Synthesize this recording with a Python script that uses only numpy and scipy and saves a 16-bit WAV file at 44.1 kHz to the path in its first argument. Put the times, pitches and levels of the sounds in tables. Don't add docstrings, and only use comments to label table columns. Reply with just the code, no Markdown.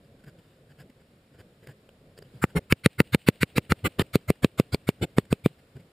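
import sys
import numpy as np
from scipy import signal
from scipy.fft import rfft, irfft, next_fast_len
from scipy.io import wavfile
from scipy.ndimage import uniform_filter1d, map_coordinates

SR = 44100
rng = np.random.default_rng(int(sys.argv[2]) if len(sys.argv) > 2 else 0)


def wav_record(signal):
    frames = np.transpose(np.atleast_2d(signal))
    bounded = np.clip(frames, -1, 1)
    quanta = np.round(bounded * 32767).astype(np.int16)
    wavfile.write(sys.argv[1], SR, quanta)


def magnitude_from_level(level_db):
    exponent = np.asarray(level_db, float) / 20
    return 10 ** exponent


N = 261051
SPAN = 2048
NEXT_PEG = 4.08

# t/s, thud peak level/dB, crack level/dB, lead-in swing level/dB
BLOWS = [(2.4407, -6, -22, -20), (2.57, -41, -64.5, -48), (2.7246, -4.5, -8.5, -19.5), (2.861, -3, -8, -21),
         (3.0033, -3, -9.5, -20), (3.1475, -5, -13.5, -13.5), (3.2873, -4, -9, -22.5),
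         (3.4317, -6, -12, -17), (3.582, -6.5, -12, -26.5), (3.7213, -7, -14, -11.5),
         (3.8521, -25.5, -56, -21), (3.996, -6.5, -21.5, -44), (4.1558, -4.5, -12, -22),
         (4.3028, -4.5, -14, -13.5), (4.446, -3.5, -17, -16.5), (4.5986, -4, -17.5, -25),
         (4.7458, -11, -22, -12.5), (4.89, -7.5, -15, -24.5), (5.0314, -55, -64.5, -17),
         (5.1842, -4.5, -13, -28), (5.3276, -5, -17, -17), (5.4607, -4, -21, -21)]
# centre t/s, bass level/dB, wood level/dB, tint f/Hz, tint level/dB
BLUR_COPIES = [(2.436, -74, -33, 1400, 9.5), (2.5726, -25.5, -35.5, 870, 0.5), (2.718, -58.5, -34, 2260, 1),
               (2.8565, -51.5, -36, 1200, -13), (3.0022, -41.5, -33, 2590, 5),
               (3.1417, -53, -34.5, 3860, 9), (3.2844, -48.5, -32, 1090, -10),
               (3.4254, -52, -31.5, 1070, -11), (3.576, -36.5, -32, 1047, -11.5),
               (3.7148, -38.5, -33.5, 800, -11.5), (3.861, -30, -29.5, 3100, 7.5),
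               (4.0055, -31, -30, 3250, 11.5), (4.1505, -61, -36, 4390, 7), (4.297, -56, -38, 3340, -5),
               (4.4419, -39, -38.5, 4270, 0), (4.595, -48, -39.5, 1170, 0.5),
               (4.74, -42, -38.5, 4900, 16.5), (4.889, -57, -39, 670, -9.5), (5.0335, -30, -38, 798, -13),
               (5.1851, -44, -41.5, 3900, -5), (5.323, -51, -43, 3500, -13.5),
               (5.4581, -58, -44, 1607, -23.5)]
# f/Hz, level/dB per Hz
GROUND = [(18, -18.5), (30, -22), (103, 5.5), (163, -1), (495, -4.5), (613, -17), (815, -17.5),
          (900, -21.5), (1170, -65), (1980, -120)]


def unit(x):
    return x / np.sqrt(np.mean(x ** 2) + 1e-20)


def bumps(hz, shapes):
    return sum(db * np.exp(-((hz - centre) / width) ** 2) for centre, width, db in shapes)


def noise(spectrum, length, ripple_db=0., ripple_hz=300., channels=1, bells=()):
    m = next_fast_len(length + 2048)
    hz = np.fft.rfftfreq(m, 1 / SR)
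    f, level_db = np.transpose(spectrum)
    ripple = map_coordinates(rng.standard_normal(1000), [hz / ripple_hz], order=3)
    colour_db = np.interp(np.log(hz + 1), np.log(f + 1), level_db)
    colour = magnitude_from_level(colour_db + ripple_db * ripple + bumps(hz, bells))
    white = rfft(rng.standard_normal((channels, m)))
    return unit(irfft(white * colour, m)[:, :length])


def add(track, s, sound):
    start = round(s * SR)
    track[..., start:start + sound.shape[-1]] += sound


def apart(mid, side):
    return np.array([mid + side, mid - side])


def forest():
    # t/s, level/dB
    stir = [(0, -60), (1.3, -60), (1.55, -59.5), (2.189, -59.5), (2.41, -55), (2.9, -62), (3.5, -58),
            (4.06, -58), (4.45, -60.5), (4.85, -58.5), (5.92, -58.5)]
    # f/Hz, level/dB per Hz
    rumble_colour = [(15, -35), (25, -9.5), (140, 1), (372, -8), (533, -5.5), (708, -16), (900, -34),
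                     (1170, -49), (1980, -120)]
    hiss_colour = [(410, -18.5), (700, -2), (950, -5.5), (1440, -5), (3740, -10), (4990, -14), (6070, -19),
                   (7100, -17), (9000, -16.5), (12000, -20.5), (14800, -21), (15450, -25.5), (15560, -65)]
    t = np.arange(N) / SR
    stir_db = np.interp(t, *np.transpose(stir))
    rows = np.array([0 * t, 0 * t + 1])
    drift = map_coordinates(rng.standard_normal((2, 200)), [rows, np.array([14 * t, 9 * t])], order=1)
    rumble = magnitude_from_level(stir_db + 2.4 * drift[0]) * noise(rumble_colour, N)[0]
    hiss_gain = magnitude_from_level(stir_db - 10 + 0.4 * drift[1])
    hiss, other = hiss_gain * noise(hiss_colour, N, channels=2)
    return apart(rumble + hiss, magnitude_from_level(-2.5) * other)


def echoes():
    # f/Hz, level/dB per Hz
    tree_colour = [(410, -38.5), (700, -6), (1250, -26.5), (1380, -17.5), (1600, -12.5), (2800, -3.5),
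                   (3410, -10), (4610, -15), (5920, -30.5), (9110, -13), (10900, -36.5), (15200, -18),
                   (16000, -36.5)]
    # t/s, level/dB
    tree_line = [(2.43, -74), (2.86, -58.5), (3.1, -56.5), (3.9, -59.5), (4.15, -66), (5.46, -67.5)]
    # level/dB, T60/s
    near_ground = [(-44.5, 0.024), (-45, 0.11)]
    # delay t/s, width t/s, level/dB over the hump
    trunk = (0.071, 0.0024, 0)
    track = np.zeros((2, N + SR))
    t = np.arange(6000) / SR
    slap_s, slap_width, slap_db = trunk
    slap = magnitude_from_level(slap_db) * np.exp(-((t - slap_s) / slap_width) ** 2)
    late = np.maximum(t - 0.032, 0) / 0.021
    hump = late ** 0.82 * np.exp(0.67 * (1 - late))
    for s, thud_db, *_ in BLOWS:
        echo_db = np.interp(s, *np.transpose(tree_line))
        near_db, t60 = near_ground[int(s > NEXT_PEG)]
        near_gain = magnitude_from_level(max(thud_db, -12) + near_db - 60 * t / t60)
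        near = near_gain * noise(tree_colour, len(t), ripple_db=2, channels=2)
        boom = magnitude_from_level(thud_db - 12.5 - 60 * t / 0.026) * noise(GROUND, len(t))[0]
        far = magnitude_from_level(echo_db - 5) * (hump + slap) * noise(tree_colour, len(t), channels=2)
        add(track, s, apart(near[0] + far[0] + boom, magnitude_from_level(-9.5) * near[1] + magnitude_from_level(-31.5) * far[1]))
    return track[:, :N]


def touches():
    # centre t/s, length t/ms, knock level/dB, scratch level/dB, grit f/Hz
    knife = [(0.053, 32, -61, -72, 1600), (0.2, 19.3, -60, -69.5, 1600), (0.243, 13.3, -52, -60, 1570),
             (0.282, 38.5, -45, -59, 1700), (.395, 28, -52, -67, 3700), (0.454, 25, -58, -77, 1600),
             (.49, 180, -67, -74, 3700), (.521, 220, -82, -87, 8300), (.712, 35, -55, -64, 1600),
             (0.807, 45.4, -47.5, -56.5, 1540), (.902, 13, -49.5, -65, 1980), (1.013, 27, -60, -69.5, 1600),
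             (1.349, 38, -56.5, -68.5, 1600), (1.402, 37, -49.5, -57.5, 1610),
             (1.639, 32, -51.5, -63.5, 1960), (1.673, 3.9, -42, -44.5, 1800),
             (1.696, 57.5, -47, -58.5, 1740), (1.892, 4.6, -46, -57, 2970), (2.179, 4.5, -48, -52, 4800),
             (2.19, 5.5, -43.5, -49.5, 7360), (2.18, 21, -80, -59.5, 4970), (2.225, 7.1, -45, -53.5, 4500),
             (2.255, 43, -53, -71, 3000)]
    # centre t/s, length t/ms, knock
    # level/dB, scratch level/dB, grit f/Hz
    later_ticks = [(2.36, 56, -49, -69, 3660), (2.501, 35, -64, -61.5, 1620), (4.018, 10, -26, -36, 1990),
                   (5.003, 13, -50, -66, 1500), (4.215, 8.8, -57, -66, 2000), (4.358, 9, -61, -63, 2010),
                   (5.255, 7.3, -61, -60, 7900), (5.512, 27.4, -52, -84, 3000), (5.596, 18, -65, -64.5, 1980),
                   (5.768, 27.6, -39, -63.5, 1650), (5.804, 22, -48, -63, 2260)]
    # length t/ms, knock f/Hz
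    knock_pitch = [(9, 452), (14, 167), (45, 132.4)]
    # f/Hz, level/dB per Hz
    scratch_colour = [(410, -25.5), (700, -3.5), (1230, -13), (1520, -3.5), (2400, -12.5), (2960, -6),
                      (4210, -25), (4800, -7.5), (5990, -32.5), (7110, -15), (7790, -19), (14600, -23),
                      (16000, -26.5)]
    track = np.zeros((2, N + SR))
    for s, ms, knock_db, scratch_db, grit_hz in knife + later_ticks:
        length = round(1.6 * ms * SR / 1000)
        grit = magnitude_from_level(17 * uniform_filter1d(rng.standard_normal(16000), 40))[:length]
        grit_width = np.interp(ms, [60, 200], [0.15, 0.03]) * grit_hz
        grit_db = np.interp(ms, [60, 200], [8, 22])
        rasp = noise(scratch_colour, 16000, ripple_db=0.5, ripple_hz=494, channels=2,
                     bells=[(grit_hz, grit_width, grit_db)])
        scratch, other = magnitude_from_level(scratch_db + 2.5) * unit(grit * rasp[:, :length])
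        knock_hz = np.interp(ms, *np.transpose(knock_pitch))
        thump = noise(GROUND, 16000, bells=[(knock_hz, 0.12 * knock_hz, 16)])[0, :length]
        knock = magnitude_from_level(knock_db) * unit(thump)
        sound = np.hanning(length) * apart(knock + scratch, magnitude_from_level(-36) * other)
        add(track, s - length / SR / 2, sound)
    return track[:, :N]


def blurs():
    # f/Hz, level/dB per Hz
    wood_colour = [
        [(290, -40.5), (500, -19.5), (923, -4.5), (1410, 7.5), (1740, -0.5), (2120, 3), (2750, -4),
         (3350, -11.5), (4390, -6.5), (4820, -15), (6000, -21.5), (7800, -59), (13200, -120)],
        [(290, -71), (500, -4.5), (973, -5.5), (1360, 1), (1890, -6), (2210, 4), (2670, -10), (3600, -8),
         (3960, -13), (4440, -9.5), (6000, -32.5), (7800, -77), (13200, -120)],
    ]
    steel_colour = [
        [(3410, -50), (5800, -9), (7840, 4.5), (8540, 0), (9530, 7.5), (10200, 5.5), (11200, -4), (12800, 0),
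         (14400, 6), (15200, 0), (16000, -7)],
        [(3410, -41), (5800, -3), (6450, -5), (6960, 4), (8360, 5), (10900, -3.5), (11900, 5.5), (13400, -7),
         (14600, 7), (15500, -11), (16000, -23.5)],
    ]
    # steel level/dB, left-right difference level/dB
    under_wood = [(-10.5, -8.5), (-9, -8.5)]
    track = np.zeros((2, N + SR))
    window = np.hanning(SPAN)
    for (s, bass_db, wood_db, tint_hz, tint_db), (blow_s, thud_db, *_) in zip(BLUR_COPIES, BLOWS):
        peg = int(s > NEXT_PEG)
        steel_under_db, side_under_db = under_wood[peg]
        steel_db = wood_db + steel_under_db
        side_db = wood_db + side_under_db + 5.5 * (thud_db < -25)
        since = s - blow_s + (np.arange(SPAN) - SPAN / 2) / SR
        ducked = magnitude_from_level(-5 * (thud_db > -25) * np.clip(since / 0.0069, 0, 1))
        bass = magnitude_from_level(bass_db + 5) * noise(GROUND, SPAN, ripple_db=1, ripple_hz=47)[0]
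        wood, other = noise(wood_colour[peg], SPAN, ripple_db=4, ripple_hz=148.6, channels=2,
                            bells=[(tint_hz, 500, tint_db)])
        steel = noise(steel_colour[peg], SPAN, ripple_db=4.5, ripple_hz=303)[0]
        edge = noise(steel_colour[peg], SPAN, bells=[(14000, 3000, -13.5)])[0]
        body = magnitude_from_level(wood_db + 3.5) * wood + magnitude_from_level(steel_db + 5) * steel
        mid = window ** 0.39 * bass + window ** 0.93 * ducked * body
        side = window ** 1.06 * magnitude_from_level(side_db + 3.5) * (other + magnitude_from_level(steel_db - wood_db) * edge)
        add(track, s - SPAN / SR / 2, apart(mid, side))
    return track[:, :N]


def struck_head(struck, modes, bells):
    head = 0
    for hz, db in modes:
        gain = magnitude_from_level(db + bumps(hz, bells) + rng.normal(0, 3.8))
        mode_hz = hz * rng.normal(1, 0.068)
        phase = rng.normal(0, 1.73) * (hz > 3000)
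        head = head + gain * np.sin(2 * np.pi * mode_hz * struck + phase)
    return head * (1 - np.exp(-(struck / 0.00024) ** 2)) * np.exp(-struck / 0.0014)


def blows():
    # f/Hz, level/dB
    head_modes = [
        [(2045, -4), (1357, 3), (2767, -13), (3830, -15), (7470, -18.5), (9670, -14.5), (12300, -21.5),
         (13800, -15.5)],
        [(2467, -1), (1200, -24.5), (3700, -7), (4800, -15), (7240, -19.5), (9320, -14), (9320, -15),
         (12100, -9), (14060, -17.5)],
    ]
    # crack ahead t/ms, swing stretch, overload level/dB, T60/s, lead-in f/Hz
    peg_impacts = [(.6, 0.611, 15.5, 0.031, 111.5), (.25, 0.623, 10, 0.033, 104)]
    # level/dB over the crack, f/Hz, T60/s
    board_ring = [(-13.5, 453, 0.018), (-7.5, 407, 0.033)]
    track = np.zeros(N + SR)
    t = np.arange(-SPAN, SPAN) / SR
    after = np.maximum(t, 0)
    for (s, thud_db, crack_db, lead_db), (*_, tint_hz, tint_db) in zip(BLOWS, BLUR_COPIES):
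        peg = int(s > NEXT_PEG)
        ring_db, ring_hz, ring_t60 = board_ring[peg]
        ahead_ms, stretch, over_db, t60, lead_hz = peg_impacts[peg]
        push_ms = 1.389 + 0.035 * np.clip(-4 - thud_db, -2, 8)
        swing = np.sin(np.pi * (1000 * after / push_ms) ** stretch)
        swing *= magnitude_from_level(-60 * after / 0.058) * (1 - np.exp(-(after / 0.00019) ** 2))
        ring = magnitude_from_level(crack_db + ring_db + 3.5 - 60 * after / ring_t60) * np.sin(2 * np.pi * ring_hz * after)
        ring *= 1 - np.exp(-after / 0.0012)
        struck = np.maximum(t + ahead_ms / 1000, 0)
        crack = struck_head(struck, head_modes[peg], [(tint_hz, 600, tint_db)])
        drive = magnitude_from_level(over_db + thud_db)
        squared = np.tanh(drive * (swing - magnitude_from_level(crack_db - thud_db + 2) * crack)) / np.tanh(drive)
        squared = uniform_filter1d(squared, size=2)
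        before = np.clip(-t / 0.03, 0, 1)
        to_go = 0.0006 - t
        lead = -np.sin(2 * np.pi * lead_hz * to_go) * np.cos(np.pi * before / 2) ** 2.87 * (to_go > 0)
        lead *= 1 - np.exp(-(np.maximum(to_go, 0) / 0.0004) ** 2)
        thud = magnitude_from_level(thud_db - 0.05 - 60 * after / t60) * squared
        add(track, s - SPAN / SR, thud + ring + magnitude_from_level(lead_db - 5) * lead)
    return track[:N]


def scene():
    return blows() + blurs() + echoes() + touches() + forest()


def roll_off(x):
    return signal.sosfilt(signal.butter(12, 16180, fs=SR, output="sos"), x)


def record(dry):
    # f/Hz, width f/Hz, level/dB
    housing = [(6100, 300, -13), (9400, 70, -4), (11050, 110, -7), (13050, 110, -8), (16000, 450, -20)]
    m = next_fast_len(N + SPAN)
    hz = np.fft.rfftfreq(m, 1 / SR)
    response = magnitude_from_level(bumps(hz, housing)) * (hz < 15830)
    heard = irfft(rfft(dry, m) * response, m)[:, :N]
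    return roll_off(heard)


dry = scene()
out = record(dry)
wav_record(out)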